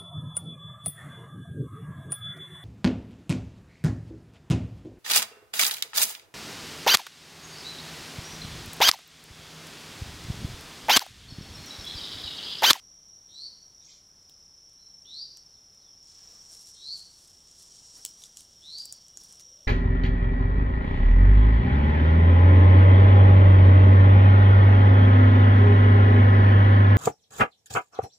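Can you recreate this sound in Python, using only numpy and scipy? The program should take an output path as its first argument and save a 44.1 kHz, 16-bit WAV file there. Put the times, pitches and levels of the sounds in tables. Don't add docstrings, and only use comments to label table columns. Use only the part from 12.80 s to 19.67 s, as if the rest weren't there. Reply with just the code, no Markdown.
import sys
import numpy as np
from scipy import signal
from scipy.fft import rfft, irfft, next_fast_len
from scipy.io import wavfile

SR = 44100
rng = np.random.default_rng(int(sys.argv[2]) if len(sys.argv) > 2 else 0)


def nominal_scale(level):
    x = np.asarray(level, float) / 20
    return 10 ** x


def file_out(sig):
    cols = np.atleast_2d(sig).T
    lim = np.clip(cols, -1, 1)
    pcm = np.round(lim * 32767).astype(np.int16)
    wavfile.write(sys.argv[1], SR, pcm)


N = 302967

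# time in seconds, level in dB.
CHORUS_SWELL = [(0.0, -53.5), (0.5, -54.5), (0.73, -56.5), (0.96, -53.5), (1.22, -58), (1.68, -55),
                (2.37, -55), (2.9, -58.5), (3.46, -53.5), (4.11, -53.5), (4.5, -58), (5.24, -52.5),
                (5.53, -56.5), (5.75, -57), (6.26, -53.5), (6.54, -51), (6.87, -54)]
# pitch in Hz, wing strokes per second, level in dB.
CHORUS_SINGERS = [(5420, 25, 4), (5540, 47, -3), (5593, 27, 0.5), (5636, 38, 1), (5708, 29, -1),
                  (5814, 58, -12), (5796, 73, -1), (5985, 75, -10), (5680, 59, -2)]
# middle in seconds, length in seconds, level in dB.
NEAR_BOUTS = [(.65, .2, -69), (1.107, 0.59, -67), (1.596, 0.4, -61.5), (2.826, 0.44, -67),
              (3.377, 0.93, -63.5), (4.08, 0.16, -66), (4.49, 0.084, -64), (4.98, 0.44, -63.5),
              (5.275, 0.1, -58), (5.47, 0.08, -71), (5.802, 0.15, -70)]
# frequency in Hz, level in dB.
DRONE_COLOUR = [(2500, -18.5), (2900, -4), (3200, 0.5), (3700, -1.5), (4100, -12), (4600, -19.5)]
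# frequency in Hz, level in dB.
AIR_COLOUR = [(12, -25), (22, -17.5), (90, -11), (200, -15), (850, -22), (1900, -28.5), (3300, -31),
              (4700, -24), (6500, -25.5), (8900, -32.5), (10300, -28.5), (11800, -35.5), (13000, -36),
              (16000, -38.5)]
# frequency in Hz, level in dB.
MAINS_HUM = [(30, -76.5), (60, -79), (90, -79), (150, -83.5), (180, -84)]
# start in seconds, length in seconds, pitch in Hz, level in dB, fade in dB.
COO_NOTES = [
    (.01, .06, 1030, -73, -15),
    (.7, .08, 1040, -72, -15),
    (1.34, .05, 1030, -66, -40),
    (6.64, .22, 525, -74, -.6),
]
# time in seconds, peak in dB, ring in Hz.
LEAF_TICKS = [(0.1964, -63, 6460), (0.2843, -53, 7150), (0.969, -67, 7000), (1.281, -63, 7160),
              (1.4277, -57, 7640), (1.895, -51, 6430), (1.932, -53, 9500), (2.2233, -53, 6900),
              (2.9462, -53, 6770), (3.2283, -51, 7460), (3.8264, -52, 6870), (3.8571, -51, 8160),
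              (4.712, -45, 7180), (5.763, -55, 7240), (5.853, -55, 6710), (6.0244, -48, 7300),
              (6.2168, -51, 7180), (6.266, -52, 7430), (6.3874, -54, 6850), (6.6324, -60, 6340),
              (6.8159, -69, 7450)]
# time in seconds, peak in dB, ring in Hz, low part in dB, top in dB.
TWIG_CRACKS = [(1.4959, -44, 7460, -2, -8), (2.5713, -34, 6200, -12, -29), (3.7491, -51, 6610, -6, -16),
               (4.194, -37, 7790, -7, -22), (5.1794, -43, 7860, -23, -21), (5.2609, -25, 7280, -14, -19),
               (5.457, -40, 6820, -6, -25), (6.0198, -37, 6840, -6, -33), (6.055, -25.5, 8100, -30, -7),
               (6.125, -21, 7180, -23, -14), (6.3723, -24.5, 7100, -41, -63), (6.5246, -31, 8100, -20, -33)]
# time in seconds, peak in dB, ring in Hz, low part in dB, top in dB.
TWIG_BREAKS = [
    (5.25, -18, 7770, -9.5, -8),
    (5.5706, -27, 7350, -8.5, -23),
    (5.6066, -34.5, 8500, -7.5, -18),
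    (6.5962, -39, 6240, -7.5, -26),
    (6.608, -37.5, 7100, -13, -29),
]
# time in seconds, peak in dB, ring in Hz, low part in dB, top in dB.
STEM_TEARS = [(3.7184, -40, 8560, -21, -26), (3.8102, -41, 9040, -8, -17), (4.3774, -52, 8600, -26, -19),
              (4.4742, -45, 8830, -19, -19), (4.8234, -41, 7260, -16, -10), (5.42, -45, 6790, 2.5, -26),
              (5.4371, -34.5, 6900, -3, -36), (5.4394, -42, 6890, -5, -26), (5.9838, -32.5, 6540, -14, -19),
              (6.282, -40.5, 7000, -24, -34), (6.4357, -38, 6500, -26, -11)]
# start in seconds, length in seconds, effort in dB, first and top pitch in Hz.
CHIRP_CALLS = [
    (0.483, .195, -39.5, 3573, 4550),
    (2.247, .199, -38.5, 3276, 4778),
    (3.948, .202, -34.5, 3690, 4526),
    (5.818, 0.21, -39.5, 3302, 4780),
]
CHIRP_SOFT_START = [-29.5, -26, -34.5, -20]
CHIRP_SWELL = [1.7, 2.4, 1.26, 2.9]
CHIRP_CLIMB = [1.15, 1.1, 1.6, .8]
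CHIRP_HOARSE = [-15.5, -17.5, -16, -19]
CHIRP_OVERTONE = [-29, -36, -46, -46]
# frequency in Hz, level in dB.
FOLIAGE_COLOUR = [(5500, 2), (7500, 13), (12000, -23)]
# frequency in Hz, level in dB.
BEAK_COLOUR = [(1100, -26), (2300, -14), (3500, -4), (4600, 0), (6900, -1), (7600, -14), (8500, -28)]
# start in seconds, length in seconds, pitch at the ends and top in Hz, level in dB.
ARCH_NOTES = [
    (1.967, .15, 3930, 4120, -70),
]
# start in seconds, length in seconds, first and last pitch in Hz, level in dB.
WHISTLE_NOTES = [
    (2.725, .07, 4700, 3500, -72),
    (2.985, .16, 4800, 3200, -72),
]
# time in seconds, effort in dB.
SLOW_TURN = [(3.15, -90), (3.22, -83), (3.27, -65), (3.5, -68.5), (3.68, -63.5), (3.97, -63.5), (4.2, -63),
             (4.56, -67), (4.95, -60), (5.2, -59), (5.34, -64), (5.75, -67.5), (5.92, -64.5), (6.12, -69),
             (6.34, -72), (6.5, -63), (6.65, -71.5), (6.87, -76)]
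# middle in seconds, length in seconds, brushing in dB, body weight in dB.
COAT_SWEEPS = [(3.515, 0.3, -78, 8), (3.74, 0.066, -57.5, -16.5), (3.817, 0.032, -59, -19),
               (3.886, 0.061, -58.5, -21), (4.178, 0.076, -59, -16), (4.428, 0.18, -63.5, -20),
               (4.81, 0.064, -60.5, -29), (5.185, 0.041, -59, -9.5), (5.267, 0.11, -66, -22),
               (5.437, 0.081, -57, -18), (5.603, 0.066, -58.5, -23), (6.01, .09, -60, -20),
               (6.127, 0.035, -79, -8), (6.433, 0.067, -60, -13.5), (6.53, 0.078, -63, -14),
               (6.605, 0.018, -53.5, -12.5)]
# frequency in Hz, level in dB.
LEAF_COLOUR = [(1500, -78), (2500, -17.5), (3500, -8.5), (5000, 1), (7500, 1), (9000, -2.5), (11000, -26.5),
               (14000, -65)]
# frequency in Hz, level in dB.
DRY_LEAF_COLOUR = [(7000, -60), (9500, 8), (11000, 10), (13000, 2), (16000, -9)]
# frequency in Hz, level in dB.
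FUR_COLOUR = [(1500, -19), (2600, -6), (3800, -2.5), (7000, -2), (8500, -22), (11000, -40)]


def evened(x):
    return x / np.sqrt(np.mean(x ** 2) + 1e-20)


def read(points, hz):
    f, value = np.transpose(points)
    return np.interp(np.log(hz + 1), np.log(f + 1), value)


def colour(x, points):
    size = next_fast_len(len(x))
    gain = nominal_scale(read(points, np.fft.rfftfreq(size, 1 / SR)))
    return irfft(rfft(x, size) * gain, size)[:len(x)]


def drift(count, per_s):
    steps = rng.standard_normal(int(count / SR * per_s) + 2)
    return np.interp(np.arange(count) * per_s / SR, np.arange(len(steps)), steps)


def turns(hz):
    return 2 * np.pi * np.cumsum(hz) / SR


def progress(length):
    return np.arange(0, length, 1 / SR) / length


def bump(t, middle_s, length_s):
    return .5 ** ((2 * (t - middle_s) / length_s) ** 2)


def add(mix, s, sound):
    part = mix[round(s * SR):][:len(sound)]
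    part += sound[:len(part)]


def trees(x, t60, gap_s):
    t = np.arange(SR) / SR
    hits = rng.standard_normal(SR) * (rng.random(SR) < .1)
    taps = hits * nominal_scale(-60 * t / t60) * np.minimum(t / gap_s, 1)
    return signal.fftconvolve(x, taps / np.linalg.norm(taps))[:N]


def floor():
    t = np.arange(N) / SR
    hum = sum(nominal_scale(db) * np.sqrt(2) * np.sin(2 * np.pi * (hz * t + rng.random())) for hz, db in MAINS_HUM)
    air_db = -66.5 + .6 * drift(N, 4)
    return nominal_scale(air_db) * evened(colour(rng.standard_normal(N), AIR_COLOUR)) + hum


def wing(hz, rate, duty, wobble):
    stroke = (np.cumsum(rate * (1 + wobble * drift(N, 3))) / SR + rng.random()) % 1
    shape = np.sin(np.pi * np.clip(stroke / duty, 0, 1)) ** 0.59
    return evened(shape * np.sin(turns(hz * (1 + .1 * wobble * drift(N, 9)))))


def crickets():
    t = np.arange(N) / SR
    near = wing(5248, 34.2, .75, .03)
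    near = evened(near + 0.27 * trees(near, 1.0, 0.0035))
    idle = nominal_scale(-76.5)
    bouts = idle + sum(nominal_scale(db) * bump(t, middle, length) for middle, length, db in NEAR_BOUTS)

    far = sum(nominal_scale(db + 3.3 * drift(N, 2.39)) * wing(hz, rate, 0.3, .06) for hz, rate, db in CHORUS_SINGERS)
    far = evened(0.64 * evened(far) + evened(trees(far, 0.99, 0.0074)))
    far_db = np.interp(t, *np.transpose(CHORUS_SWELL))

    drone = evened(colour(rng.standard_normal(N), DRONE_COLOUR))
    early_db, late_db, turn_s, swell_s = -78.5, -70, 4.07, 1
    drone_db = early_db + (late_db - early_db) * (.5 + .5 * np.tanh((t - turn_s) / swell_s))
    return bouts * near + nominal_scale(far_db) * far + nominal_scale(drone_db) * drone


def note(hz, db, wander_hz):
    unsteady = drift(len(hz), 120)
    tone = np.sin(turns(hz + wander_hz * unsteady))
    return nominal_scale(db + 2.1 * unsteady) * tone * signal.windows.tukey(len(hz), .15)


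def coo(s, length, hz, db, fade_db):
    u = progress(length)
    return s, note(hz * (1 - 0.03 * u), db + fade_db * np.sqrt(u), 65)


def snap(s, db, hz, low_db, top_db, toughness):
    t = np.arange(900) / SR
    noise = rng.standard_normal((3, 900))
    bright = colour(noise[0], [(2500, -35), (0.82 * hz, -11), (hz, 0), (1.03 * hz, -6),
                               (16000, -20.5 + 0.37 * top_db)])
    dull = colour(noise[1], [(200, -10), (600, -12), (1500, -24.5), (2600, 2), (3600, 18), (5000, 6),
                             (7000, -38)])
    edge = colour(noise[2], [(8000, -56), (10500, -1), (12500, -16), (16000, -8)])
    thud = colour(noise[1], [(150, 1), (500, -3), (1600, -3.5), (2600, -33)])
    crack = t / (.0004 * np.clip(toughness, 1, 2) ** 3)
    fade_db = -60 * t / 0.036
    fall = crack * np.exp(1 - crack) + nominal_scale(-26 + fade_db) * np.minimum(crack, 1)
    ring = fall * evened(bright)
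    knock = fall * nominal_scale(low_db) * evened(dull)
    crisp = fall * nominal_scale(top_db + 3.5) * evened(edge)
    jolt = nominal_scale(-30.5 + fade_db) * evened(thud)
    return s, nominal_scale(db - 1.5) * (ring + jolt + knock + crisp) / abs(ring).max()


def chirp(s, length, top_db, first_hz, top_hz, soft_db, swell, bend, hoarse_db, overtone_db):
    u = progress(length)
    n = len(u)
    peak_at = 0.74
    weak_db = soft_db * np.clip(1 - u / peak_at, 0, 1) ** swell
    weak_db = weak_db - 12.5 * np.clip((u - peak_at) / (1 - peak_at), 0, 1) ** 4
    climb_ends, sag_from = .87, .935
    hz = first_hz + (top_hz - first_hz) * np.minimum(u / climb_ends, 1) ** bend
    hz = hz - 0.107 * top_hz * np.clip((u - sag_from) / (1 - sag_from), 0, 1)

    depth = (0.87 + 0.019 * weak_db) * np.clip(20 * (climb_ends - u) + 1, 0, 1)
    throbs_per_s = np.linspace(160, 136, n)
    beat = turns(throbs_per_s * (1 + .05 * drift(n, 60)))
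    throb = (1 - np.clip(depth, 0, 1) * (.5 + .5 * np.cos(beat))) ** 1.4
    unsteady = .012 * (1 - .9 * u ** 2) * drift(n, 150)
    phase = turns(hz * (1 + .012 * depth * np.sin(beat) + unsteady))

    overtone = nominal_scale(overtone_db - 0.23 * weak_db + 3.4 * drift(n, 130))
    tone = np.sin(phase) + overtone * (np.sin(2 * phase) + nominal_scale(-14) * np.sin(3 * phase))
    flutter = turns(490 + 90 * drift(n, 250))
    hoarse = np.sin(phase + flutter) + nominal_scale(-18.5 - 0.38 * weak_db) * np.sin(phase - flutter)
    hoarse = hoarse + 0.98 * drift(n, 900) * np.cos(phase)
    voice = tone + nominal_scale(hoarse_db - 0.59 * weak_db) * hoarse
    return s, nominal_scale(top_db + weak_db) * evened(throb) * voice * signal.windows.tukey(n, .05)


def scold():
    start_s, length_s = 1.005, 0.2
    t = np.arange(0, length_s, 1 / SR)
    n, u = len(t), t / length_s
    hz = 1216 - 800 * t
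    db = -60 - 2.5 * u - 11 * u ** 6
    waver = np.sin(turns(58 + 6 * drift(n, 51.9)) + 1.47) * np.clip(t / 0.0078 - .6, 0, 1)
    phase = turns(hz * (1 + .095 * waver + .028 * drift(n, 200)))
    stack = np.zeros(n)
    for k in range(1, 8):
        opening = np.minimum(t / .025, 1) ** abs(k - 3)
        level = nominal_scale(read(BEAK_COLOUR, k * hz) + 5.6 * drift(n, 83))
        stack += opening * level * np.sin(k * phase)
    return start_s, nominal_scale(db) * evened(stack) * signal.windows.tukey(n, .04)


def arch(s, length, ends_hz, top_hz, db):
    bow = np.sin(np.pi * progress(length) ** .8)
    return s, note(ends_hz + (top_hz - ends_hz) * bow, db - 8 * (1 - bow), 25)


def whistle(s, length, first_hz, last_hz, db):
    u = progress(length)
    hz = last_hz + (first_hz - last_hz) * (1 - u) ** 2.8
    return s, note(hz, db + np.interp(u, [0, .25, 1], [-3, 0, -8]), 30)


def rustle():
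    times, effort_db = np.transpose(SLOW_TURN)
    t = np.arange(times[0], times[-1], 1 / SR)
    n = len(t)
    turn = nominal_scale(np.interp(t, times, effort_db))
    sweeps = np.array([nominal_scale(db) * bump(t, middle, length) for middle, length, db, _ in COAT_SWEEPS])
    brush = np.sqrt(turn ** 2 + (sweeps ** 2).sum(0))
    crisp = nominal_scale(-13) * turn + nominal_scale(-3) * sweeps[1:].sum(0)
    weight = nominal_scale(-16) * turn + nominal_scale(np.transpose(COAT_SWEEPS)[3]) @ sweeps

    size = nominal_scale(2.5 * np.minimum(rng.exponential(1, n), 5)) * nominal_scale(1.6 * drift(n, 70))
    grains = size * (rng.random(n) < .15) * rng.standard_normal(n)
    leaves = brush * evened(colour(grains, LEAF_COLOUR))
    dry_leaves = nominal_scale(-8.0) * crisp * evened(colour(grains, DRY_LEAF_COLOUR))
    drag = nominal_scale(-69) * bump(t, 3.43, 0.44) ** 2 * evened(colour(grains / np.sqrt(size), FUR_COLOUR))
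    swish = colour(rng.standard_normal(n), [(100, 8.5), (400, 3), (1200, 2.5), (2500, -4.5), (4000, -9)])
    return times[0], nominal_scale(2.5) * (leaves + dry_leaves + drag + weight * evened(swish))


def scene():
    bird, far, animal = np.zeros((3, N))
    for row in COO_NOTES:
        add(far, *coo(*row))
    for row in LEAF_TICKS:
        add(animal, *snap(*row, low_db=-12, top_db=-22, toughness=1.37))
    for stems, toughness in [(TWIG_CRACKS, 0.873), (TWIG_BREAKS, 1.2), (STEM_TEARS, 1.36)]:
        for row in stems:
            add(animal, *snap(*row, toughness))
    manners = zip(CHIRP_SOFT_START, CHIRP_SWELL, CHIRP_CLIMB, CHIRP_HOARSE, CHIRP_OVERTONE)
    for row, manner in zip(CHIRP_CALLS, manners):
        add(bird, *chirp(*row, *manner))
    add(far, *scold())
    for row in ARCH_NOTES:
        add(far, *arch(*row))
    for row in WHISTLE_NOTES:
        add(far, *whistle(*row))
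    add(animal, *rustle())

    bird_echo = nominal_scale(-1.5) * colour(trees(bird, 0.51, 0.0067), FOLIAGE_COLOUR)
    far_echo = nominal_scale(1.0) * trees(far, 0.28, 0.0086)
    animal_echo = nominal_scale(-10) * trees(animal, 0.16, 0.00082)
    mix = bird + bird_echo + far + far_echo + animal + animal_echo + crickets() + floor()
    return np.array([mix, mix])


def low_pass(x):
    return signal.sosfilt(signal.butter(12, 16490, fs=SR, output="sos"), x)


def record(dry):
    edge = signal.firwin(201, 15850, window=("kaiser", 5), fs=SR)
    mix = signal.oaconvolve(dry, edge[None], "same")
    return low_pass(mix)


dry = scene()
out = record(dry)
file_out(out)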